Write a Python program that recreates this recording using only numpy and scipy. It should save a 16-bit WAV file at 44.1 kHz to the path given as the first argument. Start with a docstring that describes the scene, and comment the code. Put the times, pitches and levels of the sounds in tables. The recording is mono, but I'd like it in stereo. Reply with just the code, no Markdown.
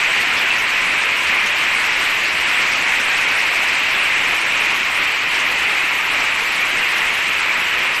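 """A village yard, under the eave of a corrugated roof pelted by heavy rain and hail.
Thousands of stones a second make the sheets ring in one bright roar over a low drumming of the panels.
Volleys of bigger stones and single pings stand out. Water running off the roof splatters onto the hail
lying below, with clumps of slush and puffs of spray. A phone's gain control evens out the loudness."""
import sys
import numpy as np
from scipy import signal
from scipy.fft import rfft, irfft
from scipy.io import wavfile
from scipy.ndimage import uniform_filter1d

SR = 44100
rng = np.random.default_rng(int(sys.argv[2]) if len(sys.argv) > 2 else 0)


def transcribe(signal):
    """Save signal, clipped to [-1, 1], as a 16-bit WAV file at the path in sys.argv[1]."""
    frames = np.atleast_2d(signal).T
    limited = np.clip(frames, -1, 1)
    pcm = np.round(limited * 32767).astype(np.int16)
    wavfile.write(sys.argv[1], SR, pcm)


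N = 352800  # 8 seconds
TIME = np.arange(N) / SR  # seconds at each sample


def undb(db):
    """Turn decibels (dB) into a number to multiply a sound by."""
    return 10 ** (np.asarray(db) / 20)


def unit(x):
    """Scale a signal so that its average power is 1."""
    return x / np.sqrt(np.mean(x ** 2))


def curve(table):
    """Join (seconds, value) points with straight lines, giving one value a sample."""
    seconds, values = np.transpose(table)
    return np.interp(TIME, seconds, values)


def drift(rate_hz):
    """A smooth random wobble of typical size 1 that swings up to about rate_hz times a second."""
    freqs = np.arange(N // 2 + 1) * SR / N
    return unit(irfft(rfft(rng.standard_normal(N)) / (1 + (freqs / rate_hz) ** 4), N))


def colour(x, points):
    """Make each frequency louder or softer, following (Hz, dB) points."""
    hz, db = np.transpose(points)
    freqs = np.maximum(np.arange(N // 2 + 1) * SR / N, 1)
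    gain = undb(np.interp(np.log(freqs), np.log(hz), db))
    return irfft(rfft(x) * gain, N)


def resonate(x, hz, width_hz):
    """Keep the sound near one pitch; the narrower the width, the longer it rings."""
    b, a = signal.iirpeak(hz, hz / width_hz, fs=SR)
    return signal.lfilter(b, a, signal.lfilter(b, a, x))


def impacts(per_s, spread_db):
    """Clicks at random moments: with a positive spread many are small and a few large; with a negative spread
    most are full size and a few smaller."""
    hits = rng.random(N) < per_s / SR
    size = undb(spread_db * np.minimum(rng.exponential(size=N), 5))
    return unit(hits * size * rng.standard_normal(N))


def stereo(mid, side):
    """Left and right channels: both share mid, and side makes them differ."""
    return np.array([mid + side, mid - side])


def roof_roar():
    """Hail rings the metal sheets; where a stone lands decides which pitches it stirs."""
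    # The broad tones of a struck sheet. Each row: pitch in Hz, width in Hz, relative level in dB.
    sheet_tones = [(1013, 475, -7), (1437, 770, -6.5), (1994, 810, 0.14), (2225, 330, -1.5),
                   (2463, 510, 0.04), (2703, 830, -2.5), (3730, 1590, -15)]
    roar = 0
    for hz, width_hz, db in sheet_tones:
        # each tone comes from its own stretch of roof, where flurries come and go
        flurry = undb(0.52 * drift(rate_hz=16))
        roar += undb(db) * flurry * resonate(impacts(per_s=18000, spread_db=0.54), hz, width_hz)
    # hard ice on metal also gives a short, bright crack
    cracks = resonate(impacts(per_s=10000, spread_db=4.0), hz=5400, width_hz=3300)
    return unit(roar) + undb(-32.5) * unit(cracks)


def small_stones(count, ring_samples):
    """Small stones each ring their own spot of roof: low ones knock, high ones ping."""
    # How strongly the roof rings at each pitch. 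Each row: pitch in Hz, relative level in dB.
    ring_levels = [(200, -19.5), (500, -17), (800, -14), (1050, -8.5), (1600, -6.5), (2000, -1), (2450, -1),
                   (2800, -4.5), (3400, -12)]
    pitches, levels = np.transpose(ring_levels)
    out = np.zeros(N + ring_samples)
    age = np.arange(ring_samples) / SR
    for when, where, strength in rng.random((count, 3)):
        start = int(when * N)
        hz = pitches[0] + where * (pitches[-1] - pitches[0])
        decay_s = 24 / max(hz, 1200)  # fades to about a third in 24 cycles, or 0.02 s at most
        ring = np.exp(-age / decay_s) * np.sin(2 * np.pi * hz * age)
        out[start:start + ring_samples] += undb(np.interp(hz, pitches, levels)) * strength * ring
    return unit(out[:N])


def drumming():
    """The heavier stones shake whole panels and the frame under them."""
    # How the panels and frame respond. Each row: frequency in Hz, relative level in dB.
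    frame_response = [(15, 0), (42, -9.5), (76, -2.5), (95, -6.5), (115, -4), (160, -4), (230, -2),
                      (370, 0.5), (450, 0), (600, 1), (800, 1), (1300, -7.5), (3000, -48)]
    swell = undb(0.5 * drift(rate_hz=6))
    return unit(colour(swell * impacts(per_s=7000, spread_db=0.9), frame_response))


def splatter():
    """Water leaves the eave unevenly and bursts into droplets; the treble flickers band by band."""
    # The hiss of slush and water hitting the ground.
    # Each row: low edge in Hz, high edge in Hz, relative level in dB, amount of flicker in dB.
    splash_bands = [(4000, 4940, -7.5, 8.5), (4900, 5910, -4.5, 3), (5890, 7100, -5.5, 3.5),
                    (7210, 8210, -4.5, 2.5), (8130, 9000, -16.5, 13), (9180, 11040, -18, 9.5),
                    (10980, 12550, -17, 8.5)]
    # How much water runs off the eave. Each row: time in seconds, relative level in dB.
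    runoff = [(0.0, -32), (1.16, -32.5), (1.8, -31.5), (2.56, -32), (4.4, -31.5), (4.84, -31.5),
              (5.12, -33), (5.36, -33), (5.96, -33), (6.2, -31.5), (8.0, -32)]
    wide_above_hz = 4100  # only the treble differs between the ears
    # near 2.84 s a thick stream pours close by, making the splatter duller and louder
    pour = np.exp(-((TIME - 2.84) / 0.41) ** 2)
    tilt_db = -0.5 + 4.5 * (TIME * SR / N) ** 2 - pour  # per octave: the splatter grows finer with time
    surge_db = 0.48 * drift(rate_hz=51)
    mid, side = 0, 0
    for low_hz, high_hz, db, flicker_db in splash_bands:
        band = signal.butter(6, [low_hz, high_hz], "band", fs=SR, output="sos")
        ahead = unit(signal.sosfilt(band, impacts(per_s=22000, spread_db=2.0)))
        around = unit(signal.sosfilt(band, impacts(per_s=22000, spread_db=2.0)))
        octaves = np.log2(low_hz / wide_above_hz)
        width = undb(min(-3 + 2.5 * octaves, -1.5))  # higher bands sound wider, up to a limit
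        flicker = np.minimum(drift(rate_hz=22), 1)  # dips further than it rises
        gain = undb(db + tilt_db * (octaves - 1) + surge_db + flicker_db * flicker) / np.hypot(1, width)
        mid += gain * ahead
        side += gain * width * around
    treble_only = signal.ellip(10, .2, 80, wide_above_hz, "high", fs=SR, output="sos")
    level_db = curve(runoff) - 3 + 0.8 * pour
    return undb(level_db) * stereo(mid, signal.sosfilt(treble_only, side))


def sizzle():
    """A thin, steady sizzle at the very top of the hiss, partly different in each ear."""
    mid, side = (unit(resonate(rng.standard_normal(N), hz=12410, width_hz=50)) for _ in range(2))
    return undb(-50) * stereo(mid, undb(-1) * side)


def slush_clumps():
    """A lump of slush collapses into a short burst of droplets; finer ones sound higher."""
    # Clumps landing close by. Each row: time in seconds, pitch in Hz, level in dB.
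    clumps = [(.04, 6000, -37.5), (.365, 4700, -34), (.586, 5800, -34), (1.28, 4000, -34),
              (1.467, 6200, -34), (1.607, 4000, -37), (1.942, 5500, -42), (2.04, 3900, -36),
              (2.615, 4600, -31), (2.722, 5200, -34), (3.0, 5900, -37), (3.167, 4000, -35),
              (3.39, 5500, -33), (3.686, 4900, -32), (4.573, 6000, -37), (4.8, 4200, -35),
              (5.345, 5200, -33), (5.352, 7800, -38), (5.393, 6200, -35.5), (6.202, 5700, -36.5),
              (6.532, 4200, -33), (6.85, 3900, -35), (6.976, 5670, -35), (7.25, 6200, -40),
              (7.425, 4000, -33), (7.943, 5200, -35)]
    lead_s, rise_s = 0.0074, 0.012
    out = np.zeros(N)
    for time_s, hz, db in clumps:
        age = np.maximum(TIME - time_s + lead_s, 0) / rise_s
        droplets = unit(resonate(impacts(per_s=4000, spread_db=0.5), hz, width_hz=1800))
        out += undb(db) * age * np.exp(1 - age) * droplets
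    return out


def volleys():
    """A bunch of big stones lands on one sheet within a few hundredths of a second and rings it."""
    # Bunches of big stones. Each row: middle of the bunch in seconds, pitch in Hz, level in dB.
    bunches = [(0.048, 2500, -17.5), (0.168, 2800, -23), (0.384, 3300, -28.5), (0.48, 2150, -23),
               (0.514, 2530, -16), (1.3, 2420, -24), (1.72, 2380, -23), (1.618, 2756, -22),
               (1.994, 2300, -22), (2.03, 1500, -22), (2.048, 3140, -25), (2.518, 2080, -23),
               (2.545, 3300, -30), (2.587, 2400, -31), (2.739, 2400, -19), (2.93, 1950, -17),
               (3.228, 2350, -22), (3.57, 2270, -18.5), (3.735, 2360, -19), (3.95, 3300, -27),
               (4.0, 2800, -25), (4.059, 3020, -28.5), (4.155, 2050, -19), (4.519, 2540, -24),
               (4.616, 2454, -20), (5.0, 2400, -25), (5.02, 3280, -30), (5.357, 3300, -28),
               (5.641, 2530, -24), (6.229, 2160, -21), (6.596, 3280, -33)]
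    half_length_s = 0.02
    out = np.zeros(N)
    for middle_s, hz, db in bunches:
        swell = np.exp(-((TIME - middle_s) / half_length_s) ** 2)
        ringing = unit(resonate(impacts(per_s=3000, spread_db=-0.2), hz, width_hz=600))
        out += undb(db) * swell * ringing
    return out


def pings():
    """One stone strikes the sheet overhead and leaves a short metallic ring."""
    # Single stones on the nearest sheet. Each row: start in seconds, pitch in Hz, peak level in dB.
    strikes = [(0.19, 1966, -14), (0.505, 2660, -15), (0.988, 1614, -21), (2.014, 3250, -27),
               (3.484, 1593, -20), (3.621, 2000, -19), (4.144, 2410, -26), (4.606, 2454, -19),
               (4.775, 1900, -17), (5.631, 3000, -18), (6.627, 2411, -12), (6.828, 2777, -17),
               (7.728, 2970, -19)]
    decay_s = 0.015
    out = np.zeros(N)
    for start_s, hz, db in strikes:
        age = np.maximum(TIME - start_s, 0)
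        out += undb(db) * np.exp(-age / decay_s) * np.sin(2 * np.pi * hz * age)
    return out


def sprays():
    """A drop bursts on the ice close by into a short puff of fine spray."""
    # Puffs of spray. Each row: loudest moment in seconds, level in dB.
    puffs = [(0.326, -44), (0.415, -39), (0.848, -44), (1.477, -47), (2.238, -40), (2.379, -43),
             (2.493, -41), (3.003, -47), (3.376, -44), (3.535, -49), (3.65, -44), (3.909, -44), (4.35, -39),
             (4.651, -45), (4.776, -43), (4.85, -44), (5.12, -45), (6.695, -37), (6.85, -48), (7.6, -46)]
    rise_s = 0.0058
    loudness = np.zeros(N)
    for peak_s, db in puffs:
        age = np.maximum((TIME - peak_s) / rise_s + 1, 0)
        loudness += undb(db) * age * np.exp(1 - age)
    return loudness * unit(resonate(rng.standard_normal(N), hz=11000, width_hz=4900))


def scene():
    """The storm drives the roar and drumming overhead, while water and slush land below."""
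    # How hard the hail falls. Each row: time in seconds, relative level in dB.
    storm = [(0.0, -17), (0.2, -17.5), (0.35, -17), (0.48, -18), (0.6, -18.5), (0.76, -18), (1.0, -17.5),
             (1.18, -18.6), (1.3, -17.5), (2.0, -17.5), (2.3, -18.5), (2.56, -17), (2.8, -18),
             (2.95, -17.5), (3.15, -17.5), (3.42, -18), (3.7, -17.5), (3.9, -17.5), (4.3, -17.5),
             (4.42, -18.5), (4.6, -17.1), (4.83, -18.5), (4.91, -20), (5.02, -17.5), (5.2, -19.5),
             (5.35, -18.5), (5.55, -18), (5.7, -17.5), (5.92, -19), (6.1, -18), (6.24, -17.5),
             (6.42, -18.5), (6.88, -18), (7.08, -18.4), (7.4, -18.5), (7.55, -18.6), (7.75, -18),
             (8.0, -19)]
    storm_db = curve(storm) + 0.25 * drift(rate_hz=14)  # small gusts sweep the whole roof
    roof = undb(0.27) * roof_roar()
    roof += undb(-9.5) * small_stones(count=2400, ring_samples=4096)
    roof += undb(-16.5) * drumming()
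    return undb(storm_db) * roof + splatter() + volleys() + pings() + slush_clumps() + sprays() + sizzle()


def gain_control(x, window_s, strength):
    """Turn the sound down when it is briefly louder than its running average, and up when softer."""
    power = np.mean(x ** 2, axis=0)
    fast = uniform_filter1d(power, int(window_s * SR))
    slow = uniform_filter1d(power, SR // 8)
    return x * (slow / fast) ** (strength / 2)


def record(dry):
    """The phone evens the level, rounds off peaks shared by both ears and cuts the highest treble."""
    even = gain_control(dry, window_s=0.015, strength=0.41)
    centre = even.mean(axis=0)
    ceiling, top_hz = undb(-4.3), 12900
    rounded = centre / (1 + (centre / ceiling) ** 4) ** (1 / 4)
    treble_cut = signal.ellip(8, .2, 70, top_hz, fs=SR, output="sos")
    return signal.sosfilt(treble_cut, even - centre + rounded)


dry = scene()
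out = record(dry)
transcribe(out)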